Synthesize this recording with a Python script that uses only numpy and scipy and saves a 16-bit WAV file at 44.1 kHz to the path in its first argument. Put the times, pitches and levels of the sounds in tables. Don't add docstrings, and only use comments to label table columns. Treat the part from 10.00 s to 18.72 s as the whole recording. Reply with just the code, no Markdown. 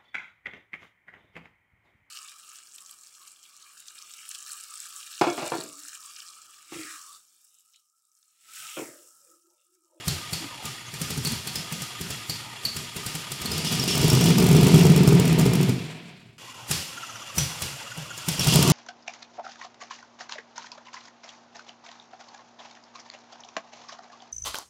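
import sys
import numpy as np
from scipy import signal
from scipy.fft import rfft, irfft, next_fast_len
from scipy.io import wavfile
from scipy.ndimage import uniform_filter1d, map_coordinates

SR = 44100
rng = np.random.default_rng(int(sys.argv[2]) if len(sys.argv) > 2 else 0)


def wrap_up_sound(samples):
    columns = np.atleast_2d(samples).T
    tamed = np.clip(columns, -1, 1)
    steps = np.round(tamed * 32767).astype(np.int16)
    wavfile.write(sys.argv[1], SR, steps)


N = 384552
SIDE_FROM_S = 6.381
FIRINGS_PER_TURN = 4
CRANKING_RPS, FULL_RPS = 4.5, 18


def amp(db):
    return 10 ** (np.asarray(db) / 20)


def unit(x):
    return x / np.sqrt(np.mean(x ** 2) + 1e-20)


def clock():
    return np.arange(N) / SR


def ramp(start_s, length_s):
    return np.clip((clock() - start_s) / length_s, 0, 1)


def decay(t, t60_s, attack_s=None):
    return amp(-60 * t / t60_s) * (1 - np.exp(-t / attack_s) if attack_s else 1)


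def by_place(front, side):
    return np.where(clock() < SIDE_FROM_S, front, side)


def along(points, hz):
    knots_hz, values = np.transpose(points)
    return np.interp(np.log(hz + 1), np.log(knots_hz + 1), values)


def wobble(rate_hz):
    return map_coordinates(rng.standard_normal(int(N * rate_hz / SR) + 4), [clock() * rate_hz])


def filtered(x, response):
    size = next_fast_len(N + SR // 2)
    return irfft(rfft(x, size) * response(np.fft.rfftfreq(size, 1 / SR)), size)[:N]


def noise(spectrum):
    return unit(filtered(rng.standard_normal(N), lambda hz: amp(along(spectrum, hz))))


def ring(x, spectrum, size=8192):
    cepstrum = irfft(np.log(amp(along(spectrum, np.fft.rfftfreq(size, 1 / SR))) + 1e-4))
    cepstrum[1:size // 2] *= 2
    cepstrum[size // 2 + 1:] = 0
    response = irfft(np.exp(rfft(cepstrum)))
    return signal.fftconvolve(x, response / np.linalg.norm(response))[:N]


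def add(track, start_s, sound):
    start = int(np.clip(round(start_s * SR), 0, N - 1))
    track[start:start + len(sound)] += sound[:N - start]


def breathy(hz, t, blur):
    drift = np.cumsum(uniform_filter1d(rng.normal(0, blur, len(t)), size=24))
    return np.sin(2 * np.pi * hz * t + drift)


def harsh(hz, t, spread, count=14):
    detune, phase = rng.random((2, count, 1))
    pitches = hz * (1 + spread * (2 * (np.arange(count)[:, None] + detune) / count - 1))
    return np.sin(2 * np.pi * (pitches * t + phase)).sum(0) / np.sqrt(count)


def strokes(turns, sharpness):
    return unit(np.exp(-sharpness * (FIRINGS_PER_TURN * turns % 1)))


def shell(modes):
    def response(f):
        return sum((-1) ** k * amp(db) * 1j * f * width / (hz * hz - f * f + 1j * f * width)
                   for k, (hz, width, db) in enumerate(modes))
    clatter = rng.standard_normal(N) * np.exp(0.39 * wobble(900))
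    return unit(filtered(clatter, response))


def linger(envelope, t60_s):
    keep = amp(-120 / (t60_s * SR))
    return np.sqrt(signal.lfilter([1 - keep], [1, -keep], envelope ** 2))


# frequency in Hz, t60 in seconds.
WORKSHOP_T60_S = [(60, 0.22), (135, 0.58), (300, 0.55), (1000, 0.15), (4000, 0.54), (9000, 0.14),
                  (16000, 0.045)]

def workshop(x, wet_db, tails=1):
    wet = np.zeros(N)
    active = np.arange(N) // (SR // 5) % tails
    for k in range(tails):
        hz, t, bands = signal.stft(rng.standard_normal(SR), SR, nperseg=1024)
        tail = signal.istft(bands * decay(t, along(WORKSHOP_T60_S, hz)[:, None]), SR, nperseg=1024)[1]
        tail *= 1 - np.exp(-np.arange(len(tail)) / SR / 0.00093)
        share = 1 if tails == 1 else uniform_filter1d(1. * (active == k), size=1024)
        wet += signal.fftconvolve(x * share, tail / np.linalg.norm(tail))[:N]
    return (x + amp(wet_db) * wet) / np.hypot(1, amp(wet_db))


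# start and length in seconds, first and last pitch in Hz, level in dB.
GEAR_HUMS = [(.4, 0.32, 1030, 772, -48.5), (2.39, 0.2, 900, 807, -46.5), (6.39, 0.344, 1047, 1000, -48)]

def gear_hum():
    hz, gain = np.zeros((2, N))
    for start_s, length_s, first_hz, last_hz, db in GEAR_HUMS:
        progress = ramp(start_s, length_s)
        hz = np.where(progress > 0, first_hz + (last_hz - first_hz) * progress, hz)
        gain += amp(db) * np.sqrt(np.abs(np.sin(np.pi * progress)))
    gain *= amp(4.1 * wobble(45))
    hz *= 1 + 0.089 * wobble(400)
    return gain * np.sin(2 * np.pi * np.cumsum(hz) / SR)


# start in seconds, relative level in dB, pitch in Hz.
DRIVE_SQUEAKS = [(6.967, -29.5, 1390), (7.024, -28.5, 1334), (7.085, -33, 1300), (7.147, -33, 1355),
                 (7.211, -34.5, 1196), (7.291, -34, 1150), (7.803, -36, 915), (7.855, -36, 1240),
                 (7.908, -30, 1470), (8.046, -38, 1184), (8.099, -30, 1437)]
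DRIVE_CHIRPS = [(.748, -49, 6950), (.798, -49, 6900), (.855, -41, 6500), (.872, -41, 6250),
                (6.966, -39, 6560), (7.022, -39, 6300), (7.088, -38, 6200), (7.145, -38, 5900),
                (7.21, -41, 6000), (7.28, -40.5, 5860), (7.908, -42, 6830), (8.098, -39, 6850),
                (8.17, -36, 6900)]

def squeaks(length_s=0.0272, sag=0.115):
    out, t = np.zeros(N), np.arange(int(length_s * SR)) / SR
    sagging = t * (1 + sag * (1 - t / length_s) / 2)
    window = np.hanning(len(t))
    for start_s, db, hz in DRIVE_SQUEAKS:
        rasp = amp(-11) * breathy(1.2 * hz, sagging, blur=0.18)
        rasp += amp(-12) * breathy(2.2 * hz, sagging, blur=0.15)
        add(out, start_s, amp(db - 3.5) * window * (breathy(hz, sagging, blur=0.04) + rasp))
    for start_s, db, hz in DRIVE_CHIRPS:
        add(out, start_s, amp(db - 1.5) * window * harsh(hz, sagging, spread=0.06))
    return out


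def grinding(x, rps, depth_db=3.5):
    hz, _, bands = signal.stft(x, SR, nperseg=1024)
    field = uniform_filter1d(rng.standard_normal(bands.shape), size=4, axis=0)
    field = unit(uniform_filter1d(field, size=4, axis=1))
    flare = amp(depth_db * along([(1200, 1), (2600, .25)], hz)[:, None] * field)
    flare /= np.sqrt(np.mean(flare ** 2, axis=1, keepdims=True))
    uneven = unit(signal.istft(bands * flare, nperseg=1024)[1][:N])
    return x + np.interp(rps, [5.5, 9], [1, 0]) * (uneven - x)


# frequency in Hz, level in dB.
GEARS_FRONT_DB = [(120, -40), (200, -4.5), (538, -6), (601, -7.5), (683, -5.5), (791, -4.5), (1040, -16),
                  (1250, -1), (1680, -6.5), (1810, -1.5), (3370, -3.5), (4120, -3.5), (6640, -11.5),
                  (13300, -21), (16000, -34)]
GEARS_SIDE_DB = [(120, -57), (200, -15.5), (465, -16.5), (519, -10.5), (916, -13.5), (1370, -9.5),
                 (1810, -18), (1910, -9), (2090, -15.5), (2750, -9), (4040, -16.5), (6050, -14.5),
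                 (8270, -23), (13300, -29), (16000, -39)]
# frequency in Hz, width in Hz, level in dB.
CASING_FRONT_MODES = [(942, 71, 5), (1228.5, 19, 12.5), (2795, 130, 3), (3355, 114, 6.5), (7000, 280, -3.5),
                      (9940, 300, -5.5)]
CASING_SIDE_MODES = [(960, 140, 2.5), (1393, 10.6, 7), (2814, 55, 11), (3150, 90, 0.5), (3385, 41, 8.5),
                     (7100, 230, -0.5), (9900, 200, -8)]

def starter(rps, turns, first_engaged, db_per_rps=0.63):
    chatter = strokes(turns, sharpness=0.11)
    clinks = unit(strokes(turns, sharpness=0.6) * amp(1.8 * wobble(45)))
    front = amp(-43) * grinding(noise(GEARS_FRONT_DB), rps)
    front += amp(-46.5) * chatter * grinding(shell(CASING_FRONT_MODES), rps)
    side = amp(-41.5) * grinding(noise(GEARS_SIDE_DB), rps)
    side += amp(-46.5) * clinks * shell(CASING_SIDE_MODES)
    spin_up = amp(-4 * (1 - ramp(SIDE_FROM_S, 0.82)))
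    gears = by_place(np.sqrt(first_engaged) * front, spin_up * side)
    return amp(db_per_rps * (rps - CRANKING_RPS)) * gears


# frequency in Hz, level in dB.
TAPPET_DB = [(2000, -18), (5000, 2), (7500, 9), (10000, 0), (15800, -11)]
VALVE_RATTLE_DB = [(150, -20), (400, -16), (720, 1), (820, -11), (930, -4), (1100, -8.5), (1600, -8),
                   (2400, -1.5), (3000, -5), (4200, -7.5), (8000, -31), (13000, -52), (16000, -45)]

def valve_train(rps, turns, knee_rps=14.86):
    taps = unit(strokes(turns, sharpness=0.46) * amp(3.5 * wobble(36)))
    ticks = amp(-14.5) * taps * noise(TAPPET_DB)
    gain = amp(-31.5) / np.hypot(1, (knee_rps / rps) ** 4.3)
    return gain * (noise(VALVE_RATTLE_DB) + ticks)


def pumping(turns, first_engaged):
    air = noise([(25, -4), (70, -29), (115, 4), (150, -10), (300, -15), (700, -47)])
    return amp(by_place(-58 + 8 * first_engaged, -54)) * strokes(turns, sharpness=1) * air


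def machinery(rps, turns):
    first_engaged = 1 - ramp(3.6, 0.8)
    metal = starter(rps, turns, first_engaged) + valve_train(rps, turns)
    load_db = 0.4 * np.cos(2 * np.pi * FIRINGS_PER_TURN * turns) - 0.3
    flicker_db = 1.2 * wobble(110) + 0.8 * wobble(20)
    return amp(load_db + flicker_db) * metal + pumping(turns, first_engaged)


# start in seconds, relative level in dB, pitch in Hz.
PIPE_HOOTS = [(0.398, -42, 331), (0.411, -45.5, 264), (1.294, -34, 230)]

def hoots(length_s=0.067):
    out, t = np.zeros(N), np.arange(int(length_s * SR)) / SR
    for start_s, db, hz in PIPE_HOOTS:
        add(out, start_s, amp(db + 6) * np.hanning(len(t)) * breathy(hz, t, blur=0.033))
    return workshop(out, wet_db=-14)


# start in seconds, relative level in dB, pitch in Hz, t60 in seconds,
# half width as a share of the pitch.
GAS_WHISTLES = [(0.084, -23.5, 4200, 0.047, 0.057), (0.3317, -26, 4440, 0.058, .06),
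                (1.255, -26.5, 4380, 0.096, .07), (1.475, -30, 4380, .06, .06),
                (1.557, -27, 5150, 0.057, .05), (2.297, -25, 4480, 0.073, 0.077),
                (2.652, -18.5, 4300, 0.056, .07), (3.458, -27, 4340, 0.068, .05),
                (3.5167, -24, 5010, 0.055, .03), (3.581, -30, 4550, .06, .04), (3.672, -28, 5130, .04, .03),
                (3.7266, -27, 4670, 0.05, .03), (3.797, -17, 5400, 0.03, .03), (3.83, -21, 4930, .025, .02),
                (3.9113, -18.5, 5350, 0.026, 0.018), (3.955, -20.5, 5330, .02, .03),
                (4.015, -22, 5430, .02, .03), (4.104, -15.5, 5500, 0.018, .03),
                (4.211, -20.5, 5570, 0.033, .03), (4.384, -19, 5000, .02, .03),
                (7.3815, -14.5, 5880, 0.048, 0.023), (8.395, -16, 5500, 0.028, .03)]

def whistles():
    out, t = np.zeros(N), np.arange(SR // 4) / SR
    for start_s, db, hz, t60_s, spread in GAS_WHISTLES:
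        rasp = np.tanh(2.5 * harsh(hz, t, spread))
        add(out, start_s - .001, amp(db + 3.5) * decay(t, t60_s, attack_s=.001) * rasp)
    return workshop(out, wet_db=-5, tails=2)


# times in seconds of catch, all cylinders in, throttle eased and ignition off,
# then relative hiss level in dB.
ENGINE_RUNS = [(3.36, 4.12, 4.73, 5.61, -24.5), (8.29, 8.528, 9, 9.5, -20.5)]
# start and length in seconds, change in dB.
HISS_SWINGS = [(3.846, 0.051, 8.5), (4.286, 0.16, -20), (5.563, .06, -7), (5.645, .05, -6)]

def run_levels(rps, boom_db_per_rps=1.35):
    t = clock()
    boom, hiss = np.zeros((2, N))
    for catch_s, all_in_s, eased_s, off_s, hiss_db in ENGINE_RUNS:
        missing = 1 - ramp(catch_s, all_in_s - catch_s) ** 3
        coast_db = -7 * ramp(off_s, 0.15) - 33.5 * np.maximum(t - off_s, 0)
        throttle_db = -9 * ramp(eased_s, 0.08) - 9.5 * np.maximum(t - eased_s, 0)
        alight = ramp(catch_s, 0.12) * amp(coast_db)
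        boom += alight * amp(-14 + boom_db_per_rps * (rps - FULL_RPS) - 12.5 * missing)
        hiss += alight * amp(hiss_db + throttle_db + 2.5 * missing)
    for start_s, length_s, db in HISS_SWINGS:
        hiss *= amp(db * np.sin(np.pi * ramp(start_s, length_s)))
    return boom, hiss


# frequency in Hz, level in dB.
BARK_FRONT_DB = [(250, -25), (380, -4.5), (470, -4), (560, -4), (730, -9), (950, 12.5), (1080, -10),
                 (1300, 0), (1700, -8), (3000, -24)]
BARK_SIDE_DB = [(250, -16), (400, 4), (500, 2), (590, -2), (690, 2), (790, -6), (920, 8), (1040, 2),
                (1150, 5), (1350, -8.5), (1700, -13), (3000, -24)]

def bark(turns, boom):
    turbulence = by_place(amp(-28.5) * noise(BARK_FRONT_DB), amp(-11.5) * noise(BARK_SIDE_DB))
    return uniform_filter1d(boom, size=SR // 8) * strokes(turns, sharpness=0.34) * turbulence


# frequency in Hz, level in dB.
GAS_BURST_DB = [(300, 4.5), (700, -5), (1500, -3), (3000, -3.5), (5500, -0.5), (8500, 2.5), (12000, -2.5),
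                (15800, -4)]
GAS_HISS_DB = [(500, -16), (1500, -21), (2900, 3.5), (4000, 2), (5400, 4), (7500, -3), (10000, -6),
               (13000, -13), (16000, -17)]
# frequency in Hz, width in Hz, level in dB.
MANIFOLD_MODES = [(2780, 70, 0), (2925, 50, 1), (3350, 150, -1)]

def gas(spits, hiss, puff_s=0.009):
    puffs = hiss * unit(signal.lfilter([1], [1, -np.exp(-1 / (puff_s * SR))], spits))
    direct = amp(-19.5) * puffs * noise(GAS_BURST_DB)
    echo = amp(-9) * linger(puffs, t60_s=0.86) * noise(GAS_HISS_DB)
    steel = amp(-17) * linger(puffs, t60_s=0.4) * shell(MANIFOLD_MODES)
    return direct + echo + steel


# frequency in Hz, level in dB.
PIPE_DB = [(20, -66), (45, -39), (75, -26), (100, -15), (122, -7), (140, -2), (164, 1), (182, -3),
           (197, -9), (245, -5), (310, -12.5), (385, -8), (460, -11), (530, -27), (730, -26), (950, -26),
           (1080, -33), (1300, -32), (3000, -65)]
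# multiples of the crank speed, and their levels in dB.
DRONE_ORDERS = [5, 7, 8, 9, 10, 11, 16, 21, 23]
DRONE_ORDER_DB = [7, -8, 0, 3, -5, 2, 0, -1, -2]

def pipes(pulses, boom, rps, turns):
    steady = np.interp(rps, [10, 15], [0, .72])
    throb = workshop(np.sqrt(1 - steady) * boom * ring(pulses, PIPE_DB), wet_db=-3, tails=3)
    gains = np.array([amp(db + along(PIPE_DB, k * rps)) for k, db in zip(DRONE_ORDERS, DRONE_ORDER_DB)])
    partials = [amp(wobble(5)) * np.sin(2 * np.pi * (k * turns + rng.random())) for k in DRONE_ORDERS]
    drone = np.sum(gains * partials, 0) / np.linalg.norm(gains, axis=0)
    return amp(-1.5) * throb + np.sqrt(steady) * uniform_filter1d(boom, size=SR // 8) * drone


CYLINDER_DB = [3.5, -3.5, -5, 3.5, -5, -17, 0, -6.5]

def exhaust(rps, turns, far_bank_s=0.002595, jitter_s=0.00025, spit_scatter_db=5.7):
    boom, hiss = run_levels(rps)
    fired = np.flatnonzero(np.diff(np.floor(FIRINGS_PER_TURN * turns)))
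    weakness_db, timing, spit_scatter = rng.standard_normal((len(fired), 3)).T
    force = unit(amp(np.resize(CYLINDER_DB, len(fired)) - weakness_db))
    first_off_s = ENGINE_RUNS[0][3]
    coasting = (fired / SR > first_off_s) & (fired / SR < SIDE_FROM_S)
    force[coasting] = 0.85
    delay_s = far_bank_s * np.resize([0, 1, 0, 1, 1, 0, 1, 0], len(fired)) + jitter_s * timing
    arrivals = np.clip(fired + (SR * delay_s).astype(int), 0, N - 1)
    pulses = np.bincount(arrivals, force * np.sqrt(SR / (FIRINGS_PER_TURN * rps[fired])), N)
    spits = np.bincount(arrivals, force * amp(spit_scatter_db * spit_scatter), N)
    return pipes(pulses, boom, rps, turns) + bark(turns, boom) + gas(spits, hiss)


# time in seconds, relative crack level in dB, extra thump in dB.
HARD_FIRINGS = [(0.0802, -17.5, 0), (0.3316, -20.5, -1.5), (0.6542, -24.5, -2), (0.9394, -29, 0),
                (1.0159, -20.5, -1), (1.1046, -22, 1.5), (1.1762, -25.5, 7.5), (1.2491, -22, -3),
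                (1.271, -19.5, -1), (1.3192, -23, -1), (1.4731, -23, -1.5), (1.5565, -21.5, -0.5),
                (1.724, -22.5, -2.5), (1.8195, -23.5, -5), (2.0114, -24, 1), (2.1053, -23.5, -2.5),
                (2.2971, -22, -3), (2.6513, -23.5, -6.5), (2.7652, -22.5, -1), (2.9648, -23.5, -2.5),
                (3.0638, -20.5, -6), (3.1517, -22.5, -2), (3.3186, -21.5, -5.5), (3.4166, -23.5, -1),
                (3.4576, -24.5, 6), (3.5176, -23.5, 6), (3.5794, -21, 3), (3.6712, -32, 7),
                (3.7251, -22, 7.5), (3.752, -26, -9), (3.7964, -23.5, 5), (3.839, -22, -2),
                (3.9097, -26, -3), (3.954, -20, 2), (3.9785, -18.5, 3), (4.015, -20, 3), (4.045, -21, 8.5),
                (4.0803, -17.5, 0), (4.1007, -16, -14), (4.132, -19, 6), (4.151, -17, 0),
                (4.211, -17.5, -1), (4.2409, -18, 0), (4.2594, -21, 5), (4.2883, -23, 7.5),
                (4.304, -22, -3), (4.3835, -15.5, 4), (4.401, -20, -4), (4.426, -19, 5.5), (4.442, -24, 1),
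                (4.4659, -19.5, 5.5), (4.4894, -21, 4), (4.5135, -21, 4), (4.529, -20, 0), (4.5512, -24, 8),
                (4.566, -19, 2), (4.587, -32, 5.5), (4.6116, -22, 1), (4.632, -21, 3), (4.646, -24, -3),
                (4.6689, -19, 3), (4.683, -20.5, 3), (4.7446, -19, 8.5), (4.759, -21, 0), (4.78, -21, 1),
                (4.793, -22, 3), (4.813, -25, -6), (4.834, -24, -5), (4.8534, -19, 5), (4.867, -20, -4),
                (4.9004, -24, -4), (4.921, -24, -6), (4.9623, -19, -2), (4.977, -22, -7), (5.0331, -22, -5),
                (5.0764, -15.5, 2), (5.089, -21, -3), (5.1284, -24.5, 8), (5.151, -26, -12),
                (5.1982, -17.5, 0), (5.2541, -22.5, -2), (5.2781, -21, 2), (5.328, -24, 3),
                (5.3878, -22, 3), (5.396, -20, 4), (5.412, -21.5, 4.5), (5.455, -27.5, -4), (5.463, -23, 9),
                (5.5345, -21, -8), (5.5534, -22, -2), (5.612, -28, -1), (5.6303, -23, 0),
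                (5.694, -25.5, 11.5), (5.805, -51, 11), (6.712, -14, -7.5), (7.3818, -14.5, -1.5),
                (7.6203, -19, -3.5), (7.9753, -33, 4), (8.1772, -28, -14), (8.2855, -15, -0.5),
                (8.3951, -19, 5), (8.445, -19.5, -0.5), (8.471, -14.5, 4.5), (8.5388, -16.5, 3.5),
                (8.5578, -10.5, 3.5), (8.6271, -12, 2.5), (8.6765, -17, 5), (8.7, -12, 0)]
# frequency in Hz, level in dB.
CRACK_FAST_DB = [(300, -12), (1500, -11), (3500, 5.5), (5500, -1.5), (7000, 6), (9000, 5), (12000, 1),
                 (15800, 4.5)]
CRACK_ECHO_DB = [(300, 4), (700, 0), (1500, 1.5), (3000, 7), (5500, 8), (8500, 2), (12000, -2), (15800, -9)]

def cracks(rps, lead_s=0.042, ping_hz=5500):
    envelope, pings, knocks = np.zeros((3, N))
    t = np.arange(SR // 4) / SR
    fast = np.interp(rps, [7, 13], [0, 1])
    for start_s, db, _ in HARD_FIRINGS:
        now_rps = rps[int(start_s * SR)]
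        attack_s = np.interp(now_rps, [7, 13], [.002, .001])
        t60_s = np.interp(now_rps, [7, 13], [.031, .023])
        leak = amp(db - 15 - 1.2 * now_rps) * np.linspace(0, 1, int(lead_s * SR))
        ping = breathy(ping_hz * np.exp(.06 * rng.normal()), t, blur=.12)
        add(envelope, start_s - lead_s, leak)
        add(envelope, start_s - .001, amp(db) * decay(t, t60_s, attack_s))
        add(knocks, start_s - .002, amp(db - 12) * decay(t, t60_s=0.05))
        add(pings, start_s, amp(db - 8) * decay(t, t60_s=0.028) * ping)
    burst = np.sqrt(1 - fast) * noise(GAS_BURST_DB) + np.sqrt(fast) * noise(CRACK_FAST_DB)
    ringing = fast * (pings + hollow_ring(knocks))
    echo = amp(7 - .5 * rps) * linger(envelope, t60_s=0.72) * noise(CRACK_ECHO_DB)
    return amp(2) * envelope * burst + ringing + echo


# frequency in Hz, width in Hz, level in dB.
HOLLOW_MODES = [(420, 41, 3.5), (635, 39, 1), (724, 26, 1.5), (952, 47, 0), (1210, 52, -0.5),
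                (1460, 60, -4)]

def hollow_ring(knocks):
    return np.hypot(knocks, amp(1) * linger(knocks, t60_s=0.31)) * shell(HOLLOW_MODES)


# frequency in Hz, level in dB.
COUGH_FRONT_DB = [(20, -68), (45, -19), (80, -4.5), (115, -5.5), (150, -6.5), (190, -6), (240, -8.5),
                  (300, -18), (390, -7.5), (520, -28), (950, -29), (2000, -37)]
COUGH_SIDE_DB = [(20, -40), (45, -13), (80, 2), (115, -6), (148, 6.5), (200, -7), (300, -18), (400, -15.5),
                 (560, -26), (950, -12.5), (2000, -68)]

def thumps(rps, pipe_hz=146):
    pushes, swirl, notes, surges = np.zeros((4, N))
    t = np.arange(SR // 2) / SR
    boom, _ = run_levels(rps)
    for start_s, crack_db, extra_db in HARD_FIRINGS:
        at = int(start_s * SR)
        shove = amp(crack_db + extra_db - 14.5)
        surge = boom[at] * amp(extra_db - 7.5)
        add(pushes, start_s - .003, [shove * amp(25)])
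        add(surges, start_s - .003, [surge * amp(27)])
        add(swirl, start_s - .009, shove * amp(4.5) * decay(t, t60_s=0.081))
        pop = np.sin(2 * np.pi * pipe_hz * np.exp(.1 * rng.normal()) * t)
        add(notes, start_s - .007, shove * amp(17) * decay(t, t60_s=0.07, attack_s=.006) * pop)
        note = breathy(pipe_hz * np.exp(0.0843 * rng.normal()), t, blur=0.036)
        note_gain = (shove + surge) * amp(10 - 0.5229 * rps[at])
        add(notes, start_s - .01, note_gain * decay(t, t60_s=0.34, attack_s=.015) * note)
    blows = pushes + swirl * rng.standard_normal(N)
    side_gain = amp(2 - 0.9 * (rps - CRANKING_RPS))
    coughs = by_place(ring(blows, COUGH_FRONT_DB), side_gain * ring(blows, COUGH_SIDE_DB))
    throbs = workshop(ring(surges, PIPE_DB), wet_db=-7, tails=2)
    return workshop(coughs, wet_db=-1.5, tails=3) + throbs + notes


# time in seconds, turns per second.
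FIRST_START_RPS = [(0, 4.5), (.9, 4), (1.3, 6.5), (2.55, 4.2), (3.3, 7.5), (3.7, 11.8), (4.2, 14.4),
                   (4.75, 18.2), (4.87, 18.4), (5, 17.8), (5.3, 15.1), (5.6, 13.7), (5.8, 12), (6.37, 6.5)]
SECOND_START_RPS = [(6.39, 3.6), (7, 4.1), (7.3, 3.4), (7.5, 4.8), (8.15, 4), (8.4, 9.5), (8.72, 14)]
# frequency in Hz, gain in dB.
BODYWORK_DB = [(2000, 0), (2750, 0.5), (3050, -0.5), (3350, 0.5), (3800, -2), (4600, 0.5), (5600, 0),
               (6500, -2), (7200, 1.5), (7900, 0), (8500, -0.5), (9300, 1.5), (9900, 0.5), (10400, -2),
               (10800, 0), (11700, 0.5), (12300, -4), (13100, 3), (13800, -2), (14700, -0.5), (15900, -8)]

def scene():
    rps = np.interp(clock(), *np.transpose(FIRST_START_RPS + SECOND_START_RPS))
    turns = np.cumsum(rps) / SR
    engine = exhaust(rps, turns) + machinery(rps, turns)
    engine += workshop(squeaks() + gear_hum(), wet_db=-12)
    engine += whistles() + hoots() + cracks(rps) + thumps(rps)
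    return filtered(engine, lambda hz: amp(along(BODYWORK_DB, hz)))[None]


def record(dry, low_hz=44, top_hz=15950):
    return filtered(dry[0], lambda hz: (hz < top_hz) * hz ** 3 / np.hypot(hz ** 3, low_hz ** 3))[None]


dry = scene()
out = record(dry)
wrap_up_sound(out)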